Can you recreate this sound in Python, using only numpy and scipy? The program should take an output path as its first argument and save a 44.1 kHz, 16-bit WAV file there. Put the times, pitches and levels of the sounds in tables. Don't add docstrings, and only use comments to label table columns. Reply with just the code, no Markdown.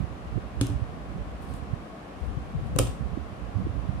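import sys
import numpy as np
from scipy import signal
from scipy.fft import rfft, irfft
from scipy.io import wavfile

SR = 44100
rng = np.random.default_rng(int(sys.argv[2]) if len(sys.argv) > 2 else 0)


def wav_record(signal):
    frames = np.transpose(np.atleast_2d(signal))
    bounded = np.clip(frames, -1, 1)
    quanta = np.round(bounded * 32767).astype(np.int16)
    wavfile.write(sys.argv[1], SR, quanta)


N = 176400
T = np.arange(N) / SR
FREQS = np.maximum(np.fft.rfftfreq(N, 1 / SR), 1)


def undb(db):
    return 10 ** (np.asarray(db) / 20)


def unit(x):
    return x / np.sqrt(np.mean(x ** 2))


def colour(points, column=1):
    points = np.array(points, float)
    return undb(np.interp(np.log(FREQS), np.log(points[:, 0]), points[:, column]))


def noise(gain, channels=2):
    return unit(irfft(rfft(rng.standard_normal((channels, N))) * gain, N))


def wander(rate_hz):
    return noise(1 / (1 + (FREQS / rate_hz) ** 4), channels=1)[0]


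def burst(x, envelope):
    shaped = x * envelope
    return shaped * np.sqrt(np.mean(envelope ** 2) / np.mean(shaped ** 2, axis=-1, keepdims=True))


def swell(centre_s, sigma_s):
    return np.exp(-0.5 * np.minimum(((T - centre_s) / sigma_s) ** 2, 200))


def ring(hz, t60_s):
    t = T[:SR // 2]
    return np.sin(2 * np.pi * hz * t) * np.exp(-np.log(1000) * t / t60_s)


def room(x):
    # low edge in Hz, high edge in Hz, t60 in s, level in dB.
    bands = [(205, 1100, 0.42, -6.5), (823, 2300, 0.25, -5), (2300, 4500, 0.37, -5),
             (4460, 9000, 0.36, -6.5), (8800, 15000, 0.32, -9.5)]
    build_s = 0.0042
    t, tail = T[:SR // 2], 0
    for low_hz, high_hz, t60_s, db in bands:
        in_band = (FREQS >= low_hz) & (FREQS < high_hz)
        band = irfft(rfft(rng.standard_normal((2, N))) * in_band, N)[:, :len(t)]
        envelope = (1 - np.exp(-t / build_s)) * np.exp(-np.log(1000) * t / t60_s)
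        tail = tail + undb(db) * band * envelope / np.sqrt(np.sum(envelope ** 2))
    return x + signal.fftconvolve(x, tail, axes=1)[:, :N]


def fan():
    # frequency in Hz, left gain in dB, right gain in dB.
    spectrum = [(20, -4, -34), (49.7, 10, 4), (115, -7, -1.5), (181, 4, 4.5), (306, -1, -0.5),
                (362, -3.5, -4), (493, 0, -7.5), (803, -3, -6), (874, -11, -9.5), (1090, -4, -7.5),
                (1327, -10, -11.5), (2170, -19, -16.5), (2740, -19.5, -20), (3930, -26.5, -26.5),
                (6850, -34, -34.5), (10140, -37, -37.5), (13600, -46, -46.5), (16000, -60, -71)]
    # frequency in Hz, rms level in dB.
    hum = [(213, -60.5), (287, -57.5), (720, -62.5), (1104, -65.5)]
    rush_db, shared_low_hz, shared_high_hz = -41.5, 70, 500
    coherence = 1 / (1 + (FREQS / shared_high_hz) ** 4) / (1 + (shared_low_hz / FREQS) ** 4)
    shared = rfft(rng.standard_normal(N))
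    per_port = rfft(rng.standard_normal((2, N)))
    gains = np.array([colour(spectrum), colour(spectrum, column=2)])
    rush = unit(irfft(gains * (np.sqrt(coherence) * shared + np.sqrt(1 - coherence) * per_port), N))
    tones = sum(undb(db) * np.sqrt(2) * np.sin(2 * np.pi * hz * T + 1.35 * wander(rate_hz=3.34))
                for hz, db in hum)
    return undb(rush_db) * rush + tones


def faint_tone():
    hz, peak_db = 656, -42.5
    tone = np.sin(2 * np.pi * hz * T + 0.5 * wander(rate_hz=25))
    return undb(peak_db) * swell(centre_s=1.94, sigma_s=0.015) * tone


def buffeting():
    # time in s, level in dB.
    draught_left = [(0, -72), (.7, -38), (1, -52), (1.22, -39.5), (1.55, -51), (2.1, -60), (2.25, -31.5),
                    (2.48, -41.5), (2.6, -30), (2.9, -33), (3.05, -49), (3.55, -58), (3.66, -32.5),
                    (3.75, -50), (4, -39)]
    draught_right = [(0, -23.5), (.2, -44), (0.349, -29), (.5, -41), (.75, -29.5), (1, -37), (1.15, -29),
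                     (1.38, -37.5), (1.5, -32), (1.78, -32.5), (1.93, -68), (2.2, -58), (2.38, -36),
                     (2.48, -40), (2.8, -28.5), (2.94, -40), (3.08, -32.5), (3.45, -35.5), (3.62, -36),
                     (4, -29.5)]
    # frequency in Hz, gain in dB.
    spectrum = [(20, -49), (35, -18), (52, 4), (80, -0.5), (130, -5.5), (220, -13.5), (400, -32.5),
                (900, -67), (3000, -74)]
    # centre in s, sigma in s, level in dB, peak in Hz, port (0 left, 1 right).
    puffs = [(.008, 0.0079, -21, 105, 1), (.043, 0.001, -24, 131, 1), (.283, 0.013, -31.5, 76, 0),
             (0.367, 0.0092, -21, 126, 1), (0.38, 0.0034, -23, 286, 1), (0.579, 0.016, -26, 69, 1),
             (0.702, 0.01, -22.5, 92.5, 1), (.762, 0.015, -25.5, 69, 1), (0.822, 0.009, -20, 85, 1),
             (1.159, 0.0076, -28.5, 115, 1), (1.184, 0.0019, -31.5, 330, 1), (1.737, 0.0039, -17.5, 95, 1),
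             (2.226, 0.014, -24, 67, 0), (2.289, 0.011, -26, 72, 0), (2.377, 0.0067, -21.5, 98, 0),
             (2.561, 0.0082, -23, 116, 0), (2.627, 0.0093, -28, 83.4, 0), (2.715, 0.01, -26.5, 64, 1),
             (2.757, 0.0075, -17.5, 128, 0), (2.86, 0.008, -27, 88.5, 1), (2.889, 0.011, -24.5, 84, 0),
             (3.005, 0.0053, -22.5, 113, 1), (3.026, 0.0032, -20.5, 109, 1), (3.13, 0.01, -33, 153, 1),
             (3.175, 0.0024, -21, 240, 1), (3.564, 0.013, -19.5, 96, 1), (3.596, 0.016, -24, 178, 1),
             (3.655, 0.048, -27.5, 89, 1), (3.671, 0.0052, -26.5, 283, 1), (3.788, 0.0041, -30.5, 172, 1),
             (3.895, 0.01, -20, 113, 1), (3.954, 0.0066, -29, 97, 0)]
    eddy_db = 3
    levels_db = [np.interp(T, *np.array(curve).T) + eddy_db * wander(rate_hz=14.5)
                 for curve in (draught_left, draught_right)]
    out = noise(colour(spectrum)) * undb(levels_db)
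    for centre_s, sigma_s, db, peak_hz, port in puffs:
        offset_oct = np.log2(FREQS / peak_hz)
        air = noise(1 / (1 + offset_oct ** 2) ** 4, channels=1)[0]
        out[port] += undb(db) * burst(air, swell(centre_s, sigma_s))
    return out


def finger_rubs():
    # centre in s, sigma in s, level in dB, tilt in dB per octave.
    strokes = [(1.434, 0.016, -61, 5), (1.522, 0.052, -61.5, -1.5), (1.563, 0.02, -61.5, 3),
               (2.242, 0.057, -69, 0), (2.672, .012, -63.5, -2)]
    # frequency in Hz, gain in dB.
    spectrum = [(1000, -3), (3000, -3), (4500, 7), (6500, -4), (8700, 7), (12500, -3), (16000, -10)]
    grain_db = 2
    out = np.zeros((2, N))
    for centre_s, sigma_s, db, tilt_db_oct in strokes:
        hiss = noise(colour(spectrum) * undb(tilt_db_oct * np.log2(FREQS)))
        grain = undb(grain_db * wander(rate_hz=400))
        out += undb(db) * swell(centre_s, sigma_s) * unit(hiss * grain)
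    return out


def desk_thuds():
    # start in s, gain in dB, low and high edge of the push in Hz.
    landings = [(.6122, -13, 30, 337), (.7, -22.5, 50, 305), (2.763, -19, 450, 850),
                (2.7874, -19, 169, 990), (2.7965, -11.5, 290, 754)]
    # frequency in Hz, level in dB, t60 in s, left minus right in dB.
    modes = [(119.7, -3.5, 0.21, -1.5), (171, -15, 0.11, -3), (232, -20.5, 0.059, 0),
             (283.5, -5.5, 0.14, -3), (367, -18.5, 0.15, -1), (413, -3.5, 0.022, 6.5),
             (507, -6.5, 0.064, 7.5), (576, -48, 0.074, 3), (776, -24.5, 0.15, -5), (1030, -25, 0.14, -15),
             (1126, -10, 0.029, -18)]
    desk = sum(undb(db + np.array([[pan_db], [-pan_db]]) / 2) * ring(hz, t60_s)
               for hz, db, t60_s, pan_db in modes)
    out = np.zeros((2, N))
    for start_s, db, low_hz, high_hz in landings:
        push = np.vstack([signal.butter(1, low_hz, "highpass", fs=SR, output="sos"),
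                          signal.butter(4, high_hz, fs=SR, output="sos")])
        start = int(start_s * SR)
        out[:, start:start + desk.shape[1]] += undb(db) * signal.sosfilt(push, desk)
    return out


def brightness(hz, tilt_db_oct, cutoff_hz):
    return undb(tilt_db_oct * np.log2(hz / 5000)) / np.hypot(1, (hz / cutoff_hz) ** 4)


def case_clacks():
    # start in s, level in dB, chatter hold in s, tilt in dB per octave, cutoff in Hz.
    contacts = [(0.6118, -23.5, 0.0015, 0, 11300), (0.668, -37.5, 0.0016, 2.5, 11000),
                (0.701, -48, 0.0018, -3, 11000), (0.722, -51, 0.00092, -2, 11000),
                (1.538, -48.5, 0.0012, 2, 9000), (2.7615, -37, 0.0012, 0.5, 13000),
                (2.7868, -20.5, 0.0011, 3.5, 15000), (2.7887, -17.5, 0.0018, -0.4, 17000),
                (2.87, -40.5, 0.005, -4, 11000), (2.9328, -55, 0.00073, -2, 12000)]
    # frequency in Hz, gain in dB.
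    spectrum = [(300, -19), (900, 5), (1400, 3.5), (2100, -6.5), (2700, 3), (3400, 2), (4400, -3.5),
                (6300, -1), (7700, 1), (9300, 3), (11500, -1.5), (13500, -6.5), (16000, -11)]
    # frequency in Hz, relative level in dB, t60 in s.
    modes = [(1257, -3, 0.013), (2486, -18, 0.12), (2690, -19, .1), (2810, -23, 0.026), (3160, -16, 0.098),
             (3600, -22, 0.016), (4900, -25, 0.046), (5240, -15, 0.026), (7040, -22, .03),
             (7810, -13, 0.017), (8730, -21, 0.045), (9300, -18, .02), (10470, -18, .05),
             (10400, -26, 0.025)]
    attack_s, decay_s, flutter_db, ring_db = 0.0003, 0.0016, 3.5, -2
    snap_re_chatter_db, snap_cutoff_hz, left_lag_s = -7.5, 9000, 0.00002
    out = np.zeros((2, N))
    for start_s, db, hold_s, tilt_db_oct, cutoff_hz in contacts:
        gain = colour(spectrum) * brightness(FREQS, tilt_db_oct, cutoff_hz)
        mid, side = noise(gain) * undb(flutter_db * wander(rate_hz=3100))
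        attack = 1 - np.exp(-np.maximum(T - start_s, 0) / attack_s)
        decay = np.exp(-np.maximum(T - start_s - hold_s, 0) / decay_s)
        chatter = burst(np.array([mid + side, mid - side]), attack * decay)

        arrival_s = start_s + attack_s + np.array([[left_lag_s], [0]])
        snap_gain = gain / np.hypot(1, FREQS / snap_cutoff_hz)
        snap = unit(irfft(snap_gain * np.exp(-2j * np.pi * FREQS * arrival_s), N))
        out += undb(db) * (chatter + undb(snap_re_chatter_db) * np.std(chatter) * snap)

        for hz, mode_db, t60_s in modes:
            mode = undb(db + ring_db + mode_db) * brightness(hz, tilt_db_oct, cutoff_hz) * ring(hz, t60_s)
            for port, lag_s in enumerate(rng.random(2) * hold_s / 2):
                start = int((start_s + lag_s) * SR)
                out[port, start:start + len(mode)] += mode
    return out


def scene():
    phone = case_clacks() + desk_thuds() + finger_rubs()
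    return room(phone) + fan() + faint_tone() + buffeting()


def record(dry):
    low_hz, high_hz = 35, 15700
    highpass = signal.butter(4, low_hz, "highpass", fs=SR, output="sos")
    lowpass = signal.ellip(8, 0.2, 80, high_hz, fs=SR, output="sos")
    return signal.sosfilt(lowpass, signal.sosfilt(highpass, dry))


dry = scene()
out = record(dry)
wav_record(out)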